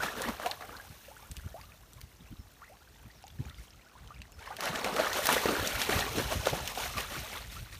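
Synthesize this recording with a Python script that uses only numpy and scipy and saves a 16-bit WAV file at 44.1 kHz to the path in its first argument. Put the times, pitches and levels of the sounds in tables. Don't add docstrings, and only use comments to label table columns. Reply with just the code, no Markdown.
import sys
import numpy as np
from scipy import signal
from scipy.fft import rfft, irfft, next_fast_len
from scipy.io import wavfile
from scipy.ndimage import map_coordinates

SR = 44100
rng = np.random.default_rng(int(sys.argv[2]) if len(sys.argv) > 2 else 0)


def output_pcm(signal):
    pcm = np.clip(np.atleast_2d(signal).T, -1, 1) * 32767
    wavfile.write(sys.argv[1], SR, np.round(pcm).astype(np.int16))


N = 343539

# t/s, churn level/dB, length/s, gulps/dB re churn, spray/dB re churn
LEG_STROKES = [(0.026, -37, .02, -6, -4), (0.172, -40, .12, -5, -6), (.423, -42, .065, -12.5, -8),
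               (0.613, -48, .02, -14, -14), (.68, -51, .1, -9, -12), (3.398, -60, .09, -3, -4),
               (3.58, -66, .055, -2, 4), (3.938, -64, .17, -10.5, -8), (4.392, -53, .05, -23, -5),
               (4.465, -47, .04, -22, -10), (4.594, -40, .03, -14, -12.5), (4.625, -36, .06, -13, -7),
               (4.752, -41, .06, -1, -8), (4.863, -40, .07, -3, -8), (4.975, -33.5, .085, -10, -9),
               (5.141, -38, .05, -16.5, -1.5), (5.239, -37, .035, -15.5, 1), (5.299, -31.5, .045, -5, -2),
               (5.484, -36, .03, 3, -7), (5.57, -42, .06, 0.5, -6.5), (5.663, -39, .02, -10.5, -2),
               (5.794, -37, .035, -12.5, -0.5), (5.91, -33, .07, -5, -4), (6.01, -40, .05, -8, -10),
               (6.16, -37, .04, 2, -3.5), (6.3, -41, .035, -4, 1.5), (6.459, -38, .02, -7, -2),
               (6.54, -40, .03, -7, -6.5), (6.679, -51, .03, -5.5, 5), (6.785, -41, .07, -9, 0.5),
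               (6.972, -40, .03, -15, -2), (7.113, -44, .07, -8, -2), (7.321, -45, .05, -10.5, -4),
               (7.516, -53, .04, -14.5, 4), (7.731, -59, .02, -4.5, 4)]


def amp(db):
    return 10 ** (np.asarray(db) / 20)


def unit(x):
    return x / np.sqrt(np.mean(x ** 2) + 1e-20)


def curves(rows):
    times, *columns = np.transpose(rows)
    return [np.interp(np.arange(N) / SR, times, column) for column in columns]


def wobble(rate):
    return map_coordinates(rng.standard_normal(int(N * rate / SR) + 4), [np.arange(N) * rate / SR])


def filtered(x, response):
    size = next_fast_len(len(x) + 8192)
    return irfft(rfft(x, size) * response(np.fft.rfftfreq(size, 1 / SR)), size)[:len(x)]


def coloured(x, spectrum):
    f, db = np.transpose(spectrum)
    return unit(filtered(x, lambda hz: amp(np.interp(np.log(hz + 1), np.log(f), db))))


def treble_shelf(x, corner_hz, gain_db):
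    return x + (amp(gain_db) - 1) * filtered(x, lambda hz: 1 / (1 + (corner_hz / (hz + 1)) ** 4))


def hiss(size, hz, q):
    noise = rng.standard_normal(size)
    return unit(filtered(noise, lambda f: 1j * f * hz / (q * (hz * hz - f * f) + 1j * f * hz)))


def add(track, at, sound):
    start = max(round(at * SR), 0)
    track[start:start + len(sound)] += sound[:max(N - start, 0)]


def cloud(count, band_hz, cycles, spread_db, rise, flow_db=0, crowding=0):
    density = amp(crowding * flow_db) * np.ones(N)
    time_draw, pitch_draw, level_draw, life_draw = rng.random((count, 4)).T
    start = np.searchsorted(np.cumsum(density) / density.sum(), time_draw).clip(0, N - 1)
    low, high = band_hz
    hz = low * (high / low) ** pitch_draw
    strength = amp(-spread_db * np.log(level_draw + .035)) * hz / np.sqrt(density[start])
    life = (cycles * 2 ** (2 * life_draw - 1) * SR / hz).astype(int) + 2
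    bubble = np.repeat(np.arange(count), life)
    elapsed = np.arange(len(bubble)) - np.repeat(np.cumsum(life) - life, life)
    age = elapsed / life[bubble]
    climb = 1 + rise * age / 2
    ring = np.sin(2 * np.pi * hz[bubble] * elapsed / SR * climb) * (1 - age) ** 4
    return unit(np.bincount(start[bubble] + elapsed, strength[bubble] * ring, N)[:N])


def glides(rows, bend, fade_db, attack_s):
    knots_per_s, quiver_hz, flutter_db = 220, 45, 3
    out = np.zeros(N)
    for at, db, start_hz, end_hz, life in rows:
        t = np.arange(int(1.1 * life * SR)) / SR
        quiver, flutter = (map_coordinates(knots, [t * knots_per_s], mode="mirror")
                           for knots in rng.standard_normal((2, 64)))
        hz = start_hz * (end_hz / start_hz) ** ((t / life) ** bend) + quiver_hz * quiver
        level = amp(db - fade_db * t / life + flutter_db * flutter)
        onset = 1 - np.exp(-t / attack_s)
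        release = np.clip((t[-1] - t) / (.08 * life), 0, 1)
        add(out, at, level * onset * release * np.sin(2 * np.pi * np.cumsum(hz) / SR))
    return out


def banks(x, t60):
    t = np.arange(SR // 2) / SR
    tail = hiss(len(t), 1270, q=.61) * amp(-60 * t / t60) * (1 - np.exp(-t / .00038))
    return signal.fftconvolve(x, tail / np.linalg.norm(tail))[:N]


def river():
    # f/Hz, level/dB
    spectrum = [(60, -29), (200, 6.5), (330, 3.5), (600, -1), (1500, -3.5), (3000, -14), (6000, -8),
                (10400, -17.5), (12000, -18), (15000, -13)]
    ripples = cloud(900, band_hz=(600, 4200), cycles=26, spread_db=3.6, rise=.3)
    return amp(-63.5) * coloured(rng.standard_normal(N) + amp(-8) * ripples, spectrum)


def bird():
    # t/s, level/dB, start f/Hz, end f/Hz, life/s
    notes = [(2.02, -71, 4740, 4700, .045), (2.385, -59, 5550, 5160, 0.025), (2.78, -68, 4800, 4750, .035),
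             (3.145, -63, 6170, 4950, 0.046), (3.54, -61, 5170, 4700, .04), (4.32, -61, 5350, 5250, .035)]
    call = glides(notes, bend=.9, fade_db=8, attack_s=.005)
    return call + amp(-1) * banks(call, t60=.11)


def wind():
    # t/s, level/dB
    breeze = [(0, -57.5), (1.1, -67.5), (1.5, -58.5), (1.85, -68), (2.3, -62.5), (2.8, -69), (3.5, -55),
              (3.85, -70.5), (4.2, -56.5), (4.45, -61.5), (5.1, -62), (5.7, -53.5), (5.95, -45.5),
              (6.4, -48), (6.6, -52.5), (7.79, -54.5)]
    # f/Hz, level/dB
    spectrum = [(20, -21), (33, -2.5), (50, 10), (75, 5), (130, -1), (250, -19), (600, -39.5)]
    # t/s, level/dB, f/Hz
    puffs = [(0.273, -26.5, 185), (0.897, -41.5, 133), (1.292, -33, 74), (1.362, -35, 59.2),
             (1.44, -30, 84.4), (2.022, -38.5, 62.7), (2.196, -44, 161), (2.305, -34.5, 60.6),
             (2.382, -34.5, 58), (3.045, -42, 73), (3.388, -25, 132), (3.441, -38, 88), (3.575, -36, 53.8),
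             (4.053, -42, 50), (4.182, -37, 48), (4.688, -32.5, 140), (5.944, -22.5, 74), (6.167, -28, 123),
             (6.347, -23, 58), (6.516, -28.5, 103), (6.949, -30, 81), (7.161, -35.5, 138.6)]
    lumps = unit(amp(3.7 * wobble(27)))
    out = coloured(rng.standard_normal(N), spectrum) * lumps * amp(curves(breeze)[0] + 7)
    swell = np.hanning(int(.047 * SR))
    for at, db, hz in puffs:
        eddy = filtered(hiss(SR // 2, hz, q=2.2), lambda f: 1 / (1 + (f / 340) ** 6))[:len(swell)]
        add(out, at - .003, amp(db - 10.5) * unit(swell * eddy))
    return out


def coat_drips():
    # t/s, level/dB
    dripping = [(.8, -70), (1.65, -69.5), (2.3, -71), (3.1, -69.5), (3.5, -61.5), (3.85, -72), (4.4, -68)]
    plinks = cloud(300, band_hz=(1300, 10000), cycles=22, spread_db=4, rise=.25)
    return amp(curves(dripping)[0]) * coloured(plinks, [(2800, 0), (5000, -7), (12000, -12)])


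def single_bubbles():
    # t/s, level/dB, start f/Hz, end f/Hz, life/s
    chirps = [(.799, -36.5, 1600, 1700, 0.015), (1.083, -44.5, 550, 600, 0.029),
              (1.113, -50, 710, 1500, 0.027), (1.166, -41, 1330, 1900, 0.012),
              (1.19, -52.5, 957, 1210, 0.036), (1.227, -50, 770, 1100, 0.02),
              (1.543, -39.5, 601, 1080, 0.061), (1.98, -50.5, 1045, 1100, 0.029),
              (2.619, -42.5, 1110, 2600, 0.035), (2.697, -49.5, 578, 1160, 0.073),
              (3.24, -46, 762, 910, 0.04), (3.5, -50, 1260, 1390, 0.032), (3.862, -52, 1365, 1790, 0.022),
              (3.953, -51, 940, 1700, 0.039), (4.106, -46.5, 1190, 1450, 0.028),
              (4.387, -52, 1450, 1800, .04), (4.47, -43, 1620, 1880, 0.02), (4.505, -36, 770, 930, 0.03),
              (5.19, -30.5, 566, 613, 0.022)]
    return glides(chirps, bend=1.32, fade_db=15.5, attack_s=.00022)


def drops():
    # t/s, level/dB, f/Hz, relative snap level/dB
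    landings = [(0.2192, -32, 3130, 5), (0.4605, -20.5, 2750, -16), (.471, -26, 2100, -18),
                (0.5122, -15, 4200, -57), (0.516, -18.5, 1810, -31), (.622, -31, 2000, -37),
                (0.7675, -29, 4100, -52), (1.3142, -38, 5140, 1), (1.3182, -44, 4200, -6),
                (1.3679, -40, 2680, 3), (1.6125, -36, 2440, -14), (1.9333, -50, 3260, 8),
                (2.008, -48, 9000, -2), (2.014, -39.5, 2200, -1), (3.225, -47, 4000, -7),
                (3.280, -39, 2860, -11), (3.497, -34, 3460, -38), (4.075, -41.5, 3170, -14),
                (4.218, -29, 2550, -26), (4.320, -47, 6900, -4), (4.567, -31.5, 1800, -3),
                (4.607, -27, 2640, -0.5), (4.637, -27, 2980, -9), (4.656, -28, 3400, -2),
                (4.758, -25, 3000, -29), (4.8443, -25, 4000, -10), (4.846, -18, 2300, -23),
                (5.131, -30, 3300, 4.5), (5.257, -24, 13600, 3), (5.269, -18.5, 5000, 2),
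                (5.327, -30.5, 2400, 12), (5.6741, -14, 6010, -39), (5.8172, -16.5, 3740, -13),
                (6.184, -29, 3830, -4), (6.4573, -21, 3460, -27), (6.4977, -23, 2930, -23),
                (6.6756, -29, 3160, 3.5), (6.9818, -13.5, 2420, -32), (7.006, -26, 3300, -5)]
    # f/multiple of the drop's pitch, level/dB
    spatter_shape = [(.5, -24), (.9, 0), (2.1, -3), (3.5, -18)]
    droplet_db, droplet_spread_s = -8.5, .0064
    out, t = np.zeros(N), np.arange(SR // 25) / SR
    onset = 1 - np.exp(-t / .00012)
    for at, db, hz, snap_db in landings:
        ping = .7 * np.sin(2 * np.pi * hz * t * (1 + 6 * t)) * amp(-60 * t / .008)
        spectrum = [(hz * ratio, level) for ratio, level in spatter_shape]
        spatter = coloured(rng.standard_normal(len(t)), spectrum) * amp(.3 * snap_db - 60 * t / .009)
        snap = hiss(len(t), 6300, q=.37) * amp(snap_db + 5 - 60 * t / .005)
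        drop = amp(db - 1.5) * (ping + spatter + snap) * onset
        add(out, at, drop)
        for late, speed in rng.random((2, 2)):
            droplet = np.interp(t * (.75 + .5 * speed), t, drop)
            add(out, at + droplet_spread_s * (late + .1), amp(droplet_db) * droplet)
    return out


def spray(flow_db, mist_db, slosh):
    # f/Hz, level/dB
    spectrum = [(1200, -6), (2600, -0.5), (4000, -2), (4800, -6.5), (5500, -3.5), (6600, -5), (7600, -9),
                (9600, -6.5), (10400, -12.5), (11500, -7), (15000, -9)]
    fizz = cloud(14000, band_hz=(1794, 15700), cycles=13.4, spread_db=4.5, rise=.061,
                 flow_db=flow_db, crowding=.4)
    ticks = cloud(600, band_hz=(3000, 15000), cycles=2.5, spread_db=4.5, rise=0)
    pings = cloud(1100, band_hz=(2200, 8000), cycles=45, spread_db=3.5, rise=.1,
                  flow_db=flow_db, crowding=.35)
    water = fizz + amp(-9.5) * ticks + amp(-7.5) * pings + amp(4) * rng.standard_normal(N)
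    level = amp(flow_db + 1.2 + .8 * slosh + .75 * wobble(160))
    return treble_shelf(coloured(water, spectrum), 11000, mist_db) * level


def gulps(flow_db, slosh):
    # f/Hz, level/dB
    spectrum = [(70, -63), (140, -4.5), (240, 2), (380, -0.5), (600, -3), (1200, -51)]
    pockets = cloud(1200, band_hz=(122, 590), cycles=4.8, spread_db=2, rise=.27,
                    flow_db=flow_db, crowding=.3)
    return coloured(pockets + amp(-11) * rng.standard_normal(N), spectrum) * amp(flow_db + .9 * slosh)


def churn(flow_db, small_db, slosh):
    # f/Hz, level/dB
    spectrum = [(250, -23), (450, 0.5), (700, 2), (1300, 2), (2000, -1), (3000, -9), (4500, -5.5),
                (9000, -88)]
    foam = cloud(7000, band_hz=(336.5, 5050), cycles=10.5, spread_db=3.5, rise=.27,
                 flow_db=flow_db, crowding=.5)
    plops = cloud(1300, band_hz=(340.1, 3527), cycles=45, spread_db=4, rise=.42,
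                  flow_db=flow_db, crowding=.42)
    water = coloured(foam + amp(-1) * plops + amp(-10) * rng.standard_normal(N), spectrum)
    level = amp(flow_db + .1 - .31 * small_db + .74 * slosh)
    return treble_shelf(water, 1580, small_db) * level


def stirred(wake_db, stroke_dbs, settle_s):
    attack_s = .012
    t, power = np.arange(N) / SR, amp(wake_db) ** 2
    for (at, _, length, _, _), db in zip(LEG_STROKES, stroke_dbs):
        rise = np.minimum(t - at, 0) / attack_s
        fall = np.minimum(at + length - t, 0) / settle_s
        power += (amp(db) * np.exp(np.maximum(rise + fall, -20))) ** 2
    return 10 * np.log10(power)


def wading():
    # t/s, churn level/dB, spray level/dB
    wake = [(0, -42, -51), (.3, -46, -53), (.56, -57, -58), (1.0, -63, -60), (1.55, -63, -63),
            (1.8, -69, -67), (3.1, -68, -68), (3.85, -66, -69), (4.42, -64, -68), (4.75, -41, -49),
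            (5.4, -36, -41), (6.2, -44, -43), (6.9, -49, -47), (7.3, -49.5, -48), (7.45, -58, -55),
            (7.79, -64, -59)]
    # t/s, small-bubble lift/dB, mist lift/dB
    fineness = [(0, -6, -2), (.8, -10, 5.5), (1.5, -5, 7), (3.5, 6.5, 2), (4.6, -5.5, -6), (5.3, -2.5, 0),
                (5.8, 3, 0), (6.5, -7.5, -3), (7.79, 13, 1.5)]
    wake_db, wake_spray_db = curves(wake)
    small_db, mist_db = curves(fineness)
    _, stroke_db, _, deep_db, thrown_db = np.transpose(LEG_STROKES)
    churn_db = stirred(wake_db, stroke_db, settle_s=.045)
    gulp_db = stirred(wake_db - 12, stroke_db + deep_db, settle_s=.025)
    spray_db = stirred(wake_spray_db, stroke_db + thrown_db, settle_s=.051)
    slosh = wobble(45)
    return churn(churn_db, small_db, slosh) + gulps(gulp_db, slosh) + spray(spray_db, mist_db, slosh)


def paw_plunges():
    # t/s, level/dB, air pocket f/Hz, splash/dB re pocket, swell/s
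    entries = [(0.034, -19, 1333, -8, 0.0023), (0.2867, -22.5, 1013, -5.5, 0.0004),
               (0.399, -27, 670, -5, 0.00095), (0.465, -18, 713, -19, 0.0044),
               (0.609, -27.5, 1160, -15, 0.00065), (4.461, -35.5, 1820, -12, 0.0018),
               (4.76, -28.5, 1770, -1.5, 0.0081), (4.846, -29, 420, 0, 0.0023),
               (4.965, -28, 1100, 4.5, 0.0021), (5.001, -15, 642, -16, 0.0059),
               (5.073, -19, 1240, -14, 0.004), (5.29, -6, 1060, -10.5, 0.00011),
               (5.366, -9, 605, -26, 0.00074), (5.4571, -5, 465, -15, 0.00029),
               (5.896, -16, 410, -2.5, 0.0027), (6.183, -21, 430, -14, 0.0054),
               (6.324, -24, 640, -1, 0.008), (6.471, -12.5, 550, -4.5, 0.0033),
               (6.5315, -12.5, 510, -16, 0.00028), (6.776, -19.5, 750, -28, 0.0011),
               (6.983, -20.5, 1170, -16.5, 0.0017), (7.157, -27.5, 1460, -22, 0.0021),
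               (7.363, -35, 1240, -15, 0.0041)]
    out, lead_s = np.zeros(N), .03
    t = np.arange(SR // 5) / SR - lead_s
    after = np.maximum(t, 0)
    for at, db, hz, splash_db, swell_s in entries:
        pocket = np.sin(2 * np.pi * hz * t * (1 + 2.1 * t)) * amp(-60 * after / (.0056 + 5 * swell_s))
        splash = hiss(len(t), 1.3 * hz, q=1) * amp(splash_db - 60 * after / .028)
        glug = hiss(len(t), .83 * hz, q=2.9) * amp(-11.5 - 60 * after / .057)
        onset = np.exp(np.minimum(t, 0) / swell_s)
        add(out, at - lead_s, amp(db - 5.5) * (pocket + splash + glug) * onset)
    return out


def scene():
    water = wading() + paw_plunges() + drops() + coat_drips() + single_bubbles()
    return (water + amp(-19.5) * banks(water, t60=.2) + bird() + river() + wind())[None]


def record(dry):
    low_cut_hz, top_hz = 36, 15200
    return filtered(dry[0], lambda hz: (hz < top_hz) / (1 + (low_cut_hz / (hz + 1)) ** 6))[None]


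dry = scene()
out = record(dry)
output_pcm(out)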